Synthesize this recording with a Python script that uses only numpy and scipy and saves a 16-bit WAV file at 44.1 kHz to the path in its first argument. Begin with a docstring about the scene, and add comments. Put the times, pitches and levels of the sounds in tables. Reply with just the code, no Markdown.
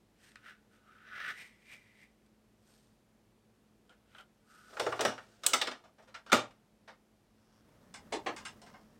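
"""Paper is slid into a printer's plastic cassette and smoothed flat: uneven friction noise through a thin air gap,
with sheet edges flicking and fingertips tapping the rim, as short bursts of damped modes.
The cassette judders along its rails, knocks, latches, bounces, and is pressed home with a clack.
Then the feed motor whirs as filtered noise, its gears chatter as grains, and levers and pawls clunk in the housing.
Quiet room noise and a wavering hum run throughout."""
import sys
import numpy as np
from scipy import signal
from scipy.fft import rfft, irfft, next_fast_len
from scipy.io import wavfile

SR = 44100
rng = np.random.default_rng(int(sys.argv[2]) if len(sys.argv) > 2 else 0)


def pcm_store(signal):
    """Save signal as 16-bit PCM."""
    levels = np.round(np.clip(np.atleast_2d(signal), -1, 1) * 32767)
    wavfile.write(sys.argv[1], SR, levels.astype(np.int16).T)


N = 396459
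T = np.arange(N) / SR


def cassette():
    """The cassette runs in with knocks, latches, bounces and is pressed home."""
    rebounds = bounces(count=4)
    impacts = knocks() + settling(rebounds) + latch() + presses()
    return impacts + stand(KNOCKS + rebounds, reach_hz=380) + rails(hollow_db=-6, scrape_db=1.5)


# cassette knocks: running in, just before the latch, and the clack home:
# start_s, level_db, thud_db (re level), bright_db (re level), decay_2khz_s
KNOCKS = [(4.73, -55, 10, -8, .037), (4.768, -38.5, -8, -10.5, .043), (4.796, -33.5, 7.5, 0, .06),
          (4.864, -34, 9, -7.5, .054), (4.923, -34.5, 0, -9.5, .061), (4.992, -29.5, -1.5, -8.5, .038),
          (5.007, -36, 4.5, 3.2, .078), (5.049, -27, 1, -1.4, .05), (5.178, -43.5, -16, -10, .06),
          (5.434, -47, -8, 1, .13), (5.458, -38, -12, -11, .04), (6.263, -48, -5.5, -4, .019),
          (6.297, -47, -9, -5.5, .041), (6.318, -25, -13, -2.8, .057), (6.327, -21, .5, -.2, .05),
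          (6.507, -62.5, -8, -3, .058)]
# colour of the cassette shell: freq_hz, gain_db
SHELL = [(60, 0), (120, 0), (175, -5), (250, -0.5), (500, 3.5), (800, 3), (1020, -0.5), (1300, 0.5),
         (2200, 0.5), (3200, 0.5), (6800, 1), (8700, 4.5), (10300, -6), (15000, -10)]
# cassette panel resonances: freq_hz, width_hz, gain_db
PANELS = [(248.9, 36, 3), (380, 20, -12), (448, 12, -13.5), (518, 23, -4), (640, 31, -3.5), (887, 29, -5.5),
          (1215, 19, 5), (1360, 210, -0.5), (1860, 40, -2), (2870, 42, 0.5), (3550, 120, 1),
          (5500, 570, -5)]


def knocks():
    """Knocks excite the shell and panels above the cassette's lowest mode."""
    return blows(KNOCKS, SHELL, PANELS, lowest_mode(KNOCKS), rise_s=0.0018,
                 tail_db=-15, tail_length=1.0, tail_bend=1.36,
                 treble_haste=0.38, sizzle_db=-6, gain_db=3.2)


# lowest mode of the cassette as it moves in, falling and rising: time_s, mode_hz
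COUPLING = [(4.7, 556), (4.8, 400), (4.87, 343), (4.95, 360), (5.0, 292), (5.06, 155), (5.45, 299),
            (6.3, 172)]


def lowest_mode(table):
    """The cassette's lowest mode at each blow, in Hz."""
    return np.interp(np.array(table)[:, 0], *np.transpose(COUPLING))


# latch snapping over its catch: start_s, level_db, thud_db (re level), bright_db (re level), decay_2khz_s
LATCH = [(5.464, -42, -.5, 17.5, .025)]
# latch modes: freq_hz, width_hz, gain_db
LATCH_MODES = [(3010, 60, 10), (3400, 120, 1.5), (5900, 530, -4.5), (6800, 200, -3), (8050, 410, 2),
               (13900, 600, 3.5)]


def latch():
    """The snap excites the latch's high modes."""
    return blows(LATCH, SHELL, LATCH_MODES, 550, rise_s=.0002,
                 tail_db=-22, tail_length=0.91, tail_bend=1.3,
                 treble_haste=.25, sizzle_db=-15, gain_db=8.2)


# first bounce, one row: start_s, level_db, thud_db (re level), bright_db (re level), decay_2khz_s
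FIRST_BOUNCE = (5.533, -30, -6.5, 7.5, .082)
BOUNCE_GAP_S, BOUNCE_GAP_RATIO = .08, .72
BOUNCE_LOSS_DB, BOUNCE_DULLING_DB, BOUNCE_LENGTHENING_S = 5.2, 2.7, .01  # per bounce


def bounces(count):
    """Rows of blows behind the latch: each sooner, weaker, duller and longer."""
    start_s, level_db, thud_db, bright_db, decay_s = FIRST_BOUNCE
    rows = []
    for k in range(count):
        delay_s = BOUNCE_GAP_S * sum(BOUNCE_GAP_RATIO ** np.arange(k))
        rows.append((start_s + delay_s, level_db - BOUNCE_LOSS_DB * k, thud_db,
                     bright_db - BOUNCE_DULLING_DB * k, decay_s + BOUNCE_LENGTHENING_S * k))
    return rows


def settling(rebounds):
    """The bounces excite the shell and panels of the latched cassette."""
    return blows(rebounds, SHELL, PANELS, 230, rise_s=0.0017,
                 tail_db=-15.5, tail_length=1.05, tail_bend=1.35,
                 treble_haste=0.37, sizzle_db=-14.5, gain_db=3.4)


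# hands pressing on the front and letting go:
# start_s, level_db, thud_db (re level), bright_db (re level), decay_2khz_s
PRESSES = [(5.837, -61.5, 6.5, -3.5, .055), (5.982, -62.5, 8.5, -5.5, .041), (6.021, -70, 5, 1, .057),
           (6.074, -60.5, 1, -3, .03), (6.141, -45, -19, -7, .1), (6.876, -50.3, -3, -6.5, .056)]


def presses():
    """Hand contacts swell slowly into the cassette's panels."""
    return blows(PRESSES, SHELL, PANELS, 450, rise_s=0.0073,
                 tail_db=-8, tail_length=0.73, tail_bend=1.3,
                 treble_haste=.2, sizzle_db=-6.5, gain_db=5.5)


# stand under the printer: freq_hz, t60_s, level_db (re thud)
STAND = [(54, .2, -30), (85, 0.19, -26), (117, 0.42, -23), (150, .25, -27)]


def stand(table, reach_hz):
    """Thuds rock the stand, more strongly the lower the cassette's mode at that moment."""
    t, pushes = np.arange(SR // 2) / SR, np.zeros(N)
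    for (start_s, level_db, thud_db, *_), mode_hz in zip(table, lowest_mode(table)):
        pushes[int(start_s * SR)] += from_db(level_db + thud_db) * steep_edge(reach_hz, mode_hz, order=4)
    sway = sum(from_db(db - 60 * t / t60_s) * np.sin(2 * np.pi * hz * t) for hz, t60_s, db in STAND)
    onset = 1 - np.exp(-t / 0.0057)
    return signal.fftconvolve(pushes, sway * onset)[:N]


# cassette on its rails: time_s, level_db, hollow_hz
RAILS = [(4.68, -71, 700), (4.74, -60.5, 680), (4.868, -53, 510), (4.96, -58, 560), (5.1, -58.5, 500),
         (5.22, -67.5, 500), (5.42, -73, 500), (5.46, -52, 500), (5.54, -51, 500)]
# scrape spectrum: freq_hz, density_db (per Hz, relative)
RAIL_SPECTRUM = [(150, -18), (350, -0.5), (700, -2), (1000, -12.5), (1400, -0.5), (2000, -11), (5000, -10),
                 (9000, -16.5), (10500, -25.5), (16000, -29)]


def rails(hollow_db, scrape_db):
    """Plastic judders along plastic; the hollow tone sinks overall as the cassette goes in."""
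    time_s, level_db, hollow_hz = np.transpose(RAILS)
    hollow = from_db(hollow_db) * gliding_band(np.interp(T, time_s, hollow_hz), width_hz=300)
    scrape = from_db(scrape_db) * colour(rng.standard_normal(N), RAIL_SPECTRUM)
    judder = from_db(1.8 * drift(40))
    return level(time_s, level_db) * (hollow + scrape) * judder


# strokes of paper, hands and cassette: full_strength_s, rise_s, hold_s, release_s,
# cavity_hz, force_db, rasp_db (re force), hiss_db (re force)
STROKES = [(0.24, .09, .04, .13, 1700, -69, 1, -2), (0.465, .06, .035, .08, 1540, -52.5, -6, -22),
           (0.73, .05, .035, .08, 1420, -71, -4.5, -10), (0.89, .1, .06, .18, 1310, -63.5, -11.5, -23),
           (1.19, .15, .12, .04, 1580, -41, -9, -31), (1.29, .07, .025, .03, 1540, -54, -6, -14),
           (1.385, .07, .035, .12, 2050, -51.5, -5.5, -12), (1.725, .09, .01, .065, 2220, -53.5, -5, -11.5),
           (1.79, .28, .1, .33, 2150, -70, -6, -14), (2.02, .1, .01, .06, 2060, -62.5, -7, -13.5),
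           (2.69, .11, .08, .25, 1600, -82, -14, 7.5), (3.92, .04, .01, .06, 1520, -68, -7, -18),
           (4.19, .13, .02, .04, 1380, -62, -2, -11), (4.51, .08, .24, .1, 1370, -62.5, -13.5, -10)]
# tray modes under the sheets: freq_hz, width_hz, gain_db
TRAY = [(1288, 120, 3), (1476, 45, 6.5), (1740, 67, 1), (1986, 140, 5), (2390, 90, 9.5)]
# friction spectra: freq_hz, density_db (per Hz, relative)
RASP = [(50, -30), (130, -11), (300, -14), (620, -10.5), (1050, -13), (1220, -10), (2000, -2), (2500, -3.5),
        (2850, -3), (3550, -8), (3850, -8.5), (4300, -16), (5800, -17), (7000, -32), (15000, -33)]
HISS = [(2000, -13), (5000, -8.5), (7000, -13.5), (8800, -9), (9500, -12.5), (10100, -26), (13000, -16),
        (16000, -49)]
BROADEN_DB = -56  # harder strokes stir the gap over a wide band, lighter ones make it sing


def sliding(narrow_hz, wide_hz, edge_hz, catch_db, cavity_db, rasp_db, hiss_db):
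    """Friction catches unevenly; it rasps, hisses and sounds the thin air gap under the sheets."""
    rows = np.array(STROKES)
    strokes = np.array([from_db(row[5]) * swell(*row[:4]) for row in rows])
    force = strokes.sum(axis=0)

    # the strongest stroke dominates the gap's pitch; total force sets its width
    gap_hz = rows[:, 4] @ strokes / force
    broad = force / (force + from_db(BROADEN_DB))
    singing = np.sqrt(1 - broad) * gliding_band(gap_hz, narrow_hz)
    stirred = np.sqrt(broad) * gliding_band(gap_hz, wide_hz)
    cavity = singing + stirred
    cavity = cavity + sum(from_db(db) * resonate(cavity, hz, width_hz) for hz, width_hz, db in TRAY)
    # steep cut below the gap's first mode
    first_mode = signal.butter(14, edge_hz, "high", fs=SR, output="sos")
    cavity = rms_one(signal.sosfilt(first_mode, cavity))

    rasp = (from_db(rasp_db + rows[:, 6]) @ strokes) * colour(grains(6000, 0.67), RASP)
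    hiss = (from_db(hiss_db + rows[:, 7]) @ strokes) * colour(grains(12000, 2.6), HISS)
    catching = from_db(catch_db * drift(45))
    return (from_db(cavity_db) * force * cavity + rasp + hiss) * catching


# sheet edges against the tray: start_s, level_db, thud_db (re level), bright_db (re level), decay_2khz_s
FLICKS = [(0.317, -63, -17, 3, .027), (0.357, -33, -22, -7, .012), (2.262, -74, -4, 6, .028)]


def flicks():
    """Sheet edges flick against the tray and ring its modes."""
    return blows(FLICKS, SHELL, TRAY, 1150, rise_s=.0001,
                 tail_db=-25, tail_length=0.5, tail_bend=1.5,
                 treble_haste=0.15, sizzle_db=-9, gain_db=-3)


# fingertips on the tray's rim: start_s, level_db, thud_db (re level), bright_db (re level), decay_2khz_s
TAPS = [(3.894, -60, 13, 0, .014), (4.148, -51, -2, -9, .029), (4.184, -48, 2, -7, .017)]
# rim modes: freq_hz, width_hz, gain_db
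RIM = [(1400, 65, 20), (1545, 28, 11), (3100, 300, 15), (3830, 150, -6)]


def taps():
    """Fingertips tap the tray's rim and ring its modes."""
    return blows(TAPS, SHELL, RIM, 460, rise_s=.0001,
                 tail_db=-14.5, tail_length=0.59, tail_bend=1.54,
                 treble_haste=0.15, sizzle_db=-6, gain_db=-4)


# heavy levers dropping: start_s, level_db, thud_db (re level), bright_db (re level), decay_2khz_s
CLUNKS = [(8.122, -39, 12, 3.5, .036), (8.261, -33, 3.5, -5.5, .074)]
# colour of the housing: freq_hz, gain_db
HOUSING = [(60, 4), (300, 0.5), (600, 2.5), (900, 3.5), (1500, 0), (2500, -0.5), (4000, 0), (6000, 0.5),
           (8000, 3.5), (9500, 2.5), (10200, -15), (15000, -19)]
# housing panel resonances: freq_hz, width_hz, gain_db
HOUSING_PANELS = [(320, 13, 0), (388, 22, -2), (687, 23, -1), (804, 8.3, 1), (1080, 16, -2),
                  (1154, 23, 2.5), (1697, 21, 4), (1897, 29, 6), (2780, 30, -5), (5480, 220, -14)]


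def clunks():
    """Levers drop inside the housing and ring its panels."""
    return blows(CLUNKS, HOUSING, HOUSING_PANELS, 283, rise_s=0.0035,
                 tail_db=-2, tail_length=.72, tail_bend=1.42,
                 treble_haste=0.61, sizzle_db=-13, gain_db=-2)


# pawls and gears catching: start_s, level_db, thud_db (re level), bright_db (re level), decay_2khz_s
PAWLS = [(7.94, -49.5, -7, .5, .025), (8.363, -48.5, -15, -.5, .04), (8.38, -48.5, -22, -5, .051),
         (8.451, -41.5, -24, -2, .04), (8.616, -60, 12, 1, .035), (8.663, -55, -3, -5, .03),
         (8.739, -54, 2, -12, .035)]
# gear train modes: freq_hz, width_hz, gain_db
GEAR_MODES = [(1036, 12, 7), (1592, 33, 2.5), (2100, 59, 6.5), (2890, 54, 2), (3620, 70, -12),
              (5200, 350, -0.5)]


def pawls():
    """Pawls and gears catch and ring the gear train through the housing."""
    return blows(PAWLS, HOUSING, GEAR_MODES, 484, rise_s=.0003,
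                 tail_db=-3.5, tail_length=0.68, tail_bend=1.58,
                 treble_haste=0.22, sizzle_db=-3, gain_db=-2)


# feed motor effort: time_s, whir_db
MOTOR = [(7.3, -94), (7.68, -66.5), (8.35, -57.5), (8.75, -63.5), (8.99, -66.5)]
# gears taking up load: full_strength_s, rise_s, hold_s, release_s, chatter_db
GEAR_LOADS = [(7.57, .35, .03, .03, -73.5), (8.68, .04, .02, .22, -70)]
# whir and chatter spectra: freq_hz, density_db (per Hz, relative)
WHIR = [(21, -44), (35, -6), (159, -4), (222, -1.5), (370, -10.5), (602, -10), (667, -17), (1270, -17),
        (1400, -21), (1860, -20), (2340, -27.5), (14800, -38), (16000, -38)]
GEARS = [(500, -1), (850, 5), (1600, 2.5), (2300, -14), (3000, -2), (4000, -9.5), (5400, 1.5), (6800, -12),
         (15000, -22)]
GEAR_SHARE_DB = -19  # gears turning freely, re whir


def motor(tooth_hz, tooth_depth, hum_share_db):
    """The feed motor whirs and hums; its gear teeth chatter at an unsteady rate."""
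    effort = level(*np.transpose(MOTOR))
    loads = sum(from_db(db) * swell(*timing) for *timing, db in GEAR_LOADS)
    chatter = from_db(GEAR_SHARE_DB) * effort + loads
    whir = colour(rng.standard_normal(N), WHIR) * from_db(0.9 * drift(25))
    hum = resonate(rng.standard_normal(N), 215, 8.2)
    hum = from_db(hum_share_db) * rms_one(resonate(hum, 215, 8.2))
    tooth_rate_hz = tooth_hz * (1 + 0.12 * drift(16))
    teeth = 1 + tooth_depth * np.sin(2 * np.pi * np.cumsum(tooth_rate_hz) / SR)
    return effort * (whir + hum) + chatter * teeth * colour(grains(2700, 1.9), GEARS)


# hum of the idling machine: freq_hz, rms_db
HUM = [(53.8, -82.5), (107.7, -86), (177.6, -96.5), (215.3, -75)]
# room air spectrum: freq_hz, density_db (per Hz, relative)
ROOM = [(15, -61.5), (25, -26.5), (41, -9), (64, -15), (80, -19.5), (97, -5.5), (149, -11.5), (217, -7),
        (242, -10.5), (463, -14), (754, -20), (1130, -24), (1400, -25.5), (12200, -38.5), (16000, -46)]
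ROOM_RMS_DB = -69.76


def background(waver_hz, waver_db):
    """Quiet room air and hum partials wavering in pitch and level."""
    hum = 0
    for hz, rms_db in HUM:
        phase = 2 * np.pi * np.cumsum(hz + waver_hz * drift(8)) / SR
        hum = hum + from_db(rms_db + waver_db * drift(6.6)) * np.sqrt(2) * np.sin(phase)
    return hum + from_db(ROOM_RMS_DB) * colour(rng.standard_normal(N), ROOM)


# band edges of thud, clack, snap and sizzle: edge_hz
ZONE_EDGES_HZ = [150, 900, 2400, 6500, 16000]
# ring of housing and room: freq_hz, ring_s (to -60 dB before each source's tail_length and tail_bend)
RING = [(100, .5), (250, 0.17), (700, 0.3), (1500, .22), (4000, .22), (8000, .2), (15000, 0.12)]


def blows(table, body, panels, lowest_hz, rise_s, tail_db, tail_length, tail_bend,
          treble_haste, sizzle_db, gain_db):
    """Each blow swells through a body's dense modes, dies fast at the contact and leaves a longer ring."""
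    size, rows = SR // 2, np.array(table)
    t, hz = np.arange(size) / SR, np.fft.rfftfreq(size, 1 / SR)
    start_s, level_db, thud_db, bright_db, decay_s = rows.T

    # each contact weights the dense modes anew; the panels ring through them all
    modes = rng.standard_normal((len(rows), size))
    modes = modes + sum(from_db(db) * resonate(modes, f, width_hz) for f, width_hz, db in panels)

    # a harder contact lifts the snap, and the sizzle twice as much
    zones = np.array(ZONE_EDGES_HZ)
    zone_hz = np.sqrt(zones[1:] * zones[:-1])
    sizzle = level_db + 2 * bright_db + sizzle_db
    zone_db = np.c_[level_db + thud_db, level_db, level_db + bright_db, sizzle]
    zone_db = zone_db + 10 * np.log10(SR / 2 / np.diff(zones))  # band level to density
    tone_db = np.array([at_hz(np.c_[zone_hz, row], hz) for row in zone_db]) + at_hz(body, hz)
    edge = steep_edge(hz, np.reshape(lowest_hz, (-1, 1)), order=6)
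    modes = rfft(modes) * from_db(tone_db + uneven(hz, count=len(rows))) * edge

    sounds, centres = 0, np.geomspace(100, 12800, 8)
    for centre, share in zip(centres, np.eye(len(centres))):
        octave = irfft(modes * at_hz(np.c_[centres, share], hz), size)
        # treble leaves the contact first; low modes need a few cycles to build up
        contact_s = decay_s[:, None] * (2000 / centre) ** treble_haste
        contact = from_db(-60 * t / contact_s)
        ring_s = tail_length * at_hz(RING, centre)
        ring = from_db(tail_db - 60 * (t / ring_s) ** tail_bend)
        onset = 1 - np.exp(-t / (rise_s + 2.5 / centre))
        sounds = sounds + octave * onset * np.hypot(contact, ring)

    out = np.zeros(N + size)
    for when_s, sound in zip(start_s, sounds):
        start = int(when_s * SR)
        out[start:start + size] += sound
    return from_db(gain_db) * out[:N]


def uneven(hz, count):
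    """A contact favours some groups of modes and misses others: dB over frequency, one row a blow."""
    groups_hz = np.geomspace(300, 17000, 110)
    rows = rng.standard_normal((count, len(groups_hz)))
    return 3.2 * np.array([np.interp(hz, groups_hz, row) for row in rows])


def steep_edge(hz, edge_hz, order):
    """Gain of a body that carries little below its lowest mode."""
    return 1 / np.sqrt(1 + (edge_hz / (hz + 1)) ** (2 * order))


def swell(full_s, rise_s, hold_s, release_s):
    """Gain of a movement: up 20 dB over its rise, held, down 20 dB over each release time."""
    before = np.maximum(full_s - T, 0) / rise_s
    after = np.maximum(T - full_s - hold_s, 0) / release_s
    return from_db(-20 * np.minimum(before + after, 10))


def gliding_band(hz, width_hz):
    """Friction noise in a resonance whose centre moves; rms 1."""
    phase = 2 * np.pi * np.cumsum(hz) / SR
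    in_phase = drift(width_hz / 2, order=3) * np.cos(phase)
    quadrature = drift(width_hz / 2, order=3) * np.sin(phase)
    return rms_one(in_phase + quadrature)


def grains(per_s, spread_db):
    """Tiny slips at random moments, of uneven size; rms 1."""
    sizes = from_db(spread_db * np.minimum(rng.exponential(1, N), 4))
    slips = rng.random(N) < per_s / SR
    return rms_one(slips * sizes * rng.standard_normal(N))


def resonate(x, hz, width_hz):
    """One two-pole resonance with gain 1 on top."""
    r = np.exp(-np.pi * width_hz / SR)
    zeros = np.array([1, 0, -1]) * (1 - r * r) / 2
    poles = [1, -2 * r * np.cos(2 * np.pi * hz / SR), r * r]
    return signal.lfilter(zeros, poles, x)


def drift(rate_hz, order=2):
    """Random wandering up to a given rate; rms 1."""
    sos = signal.butter(order, rate_hz, fs=SR, output="sos")
    return rms_one(signal.sosfilt(sos, rng.standard_normal(N + SR))[SR:])


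def colour(x, spectrum):
    """Give a steady sound a spectrum; rms 1."""
    size = next_fast_len(N)
    hz = np.fft.rfftfreq(size, 1 / SR)
    return rms_one(irfft(rfft(x, size) * from_db(at_hz(spectrum, hz)), size)[:N])


def level(time_s, db):
    """Gain along a dB curve, silent outside it."""
    return from_db(np.interp(T, time_s, db, left=-200, right=-200))


def at_hz(points, hz):
    """Read a table on a log-frequency axis."""
    f, value = np.transpose(points)
    return np.interp(np.log(hz + 1e-9), np.log(f), value)


def rms_one(x):
    """Scale to unit power."""
    return x / np.sqrt(np.mean(x ** 2) + 1e-20)


def from_db(db):
    """Decibels to gain."""
    return 10 ** (np.asarray(db) / 20)


def scene():
    """Cassette, paper, mechanism and room summed to one channel."""
    paper = sliding(narrow_hz=380, wide_hz=800, edge_hz=1190, catch_db=0.9,
                    cavity_db=-1.8, rasp_db=0, hiss_db=2.5)
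    drive = motor(tooth_hz=108, tooth_depth=0.35, hum_share_db=-7)
    room = background(waver_hz=2.0, waver_db=0.5)
    return (cassette() + paper + flicks() + taps() + clunks() + pawls() + drive + room)[None]


def record(dry):
    """An elliptic low-pass cuts the top steeply at 15.9 kHz."""
    return signal.sosfilt(signal.ellip(10, .2, 80, 15900, fs=SR, output="sos"), dry)


dry = scene()
out = record(dry)
pcm_store(out)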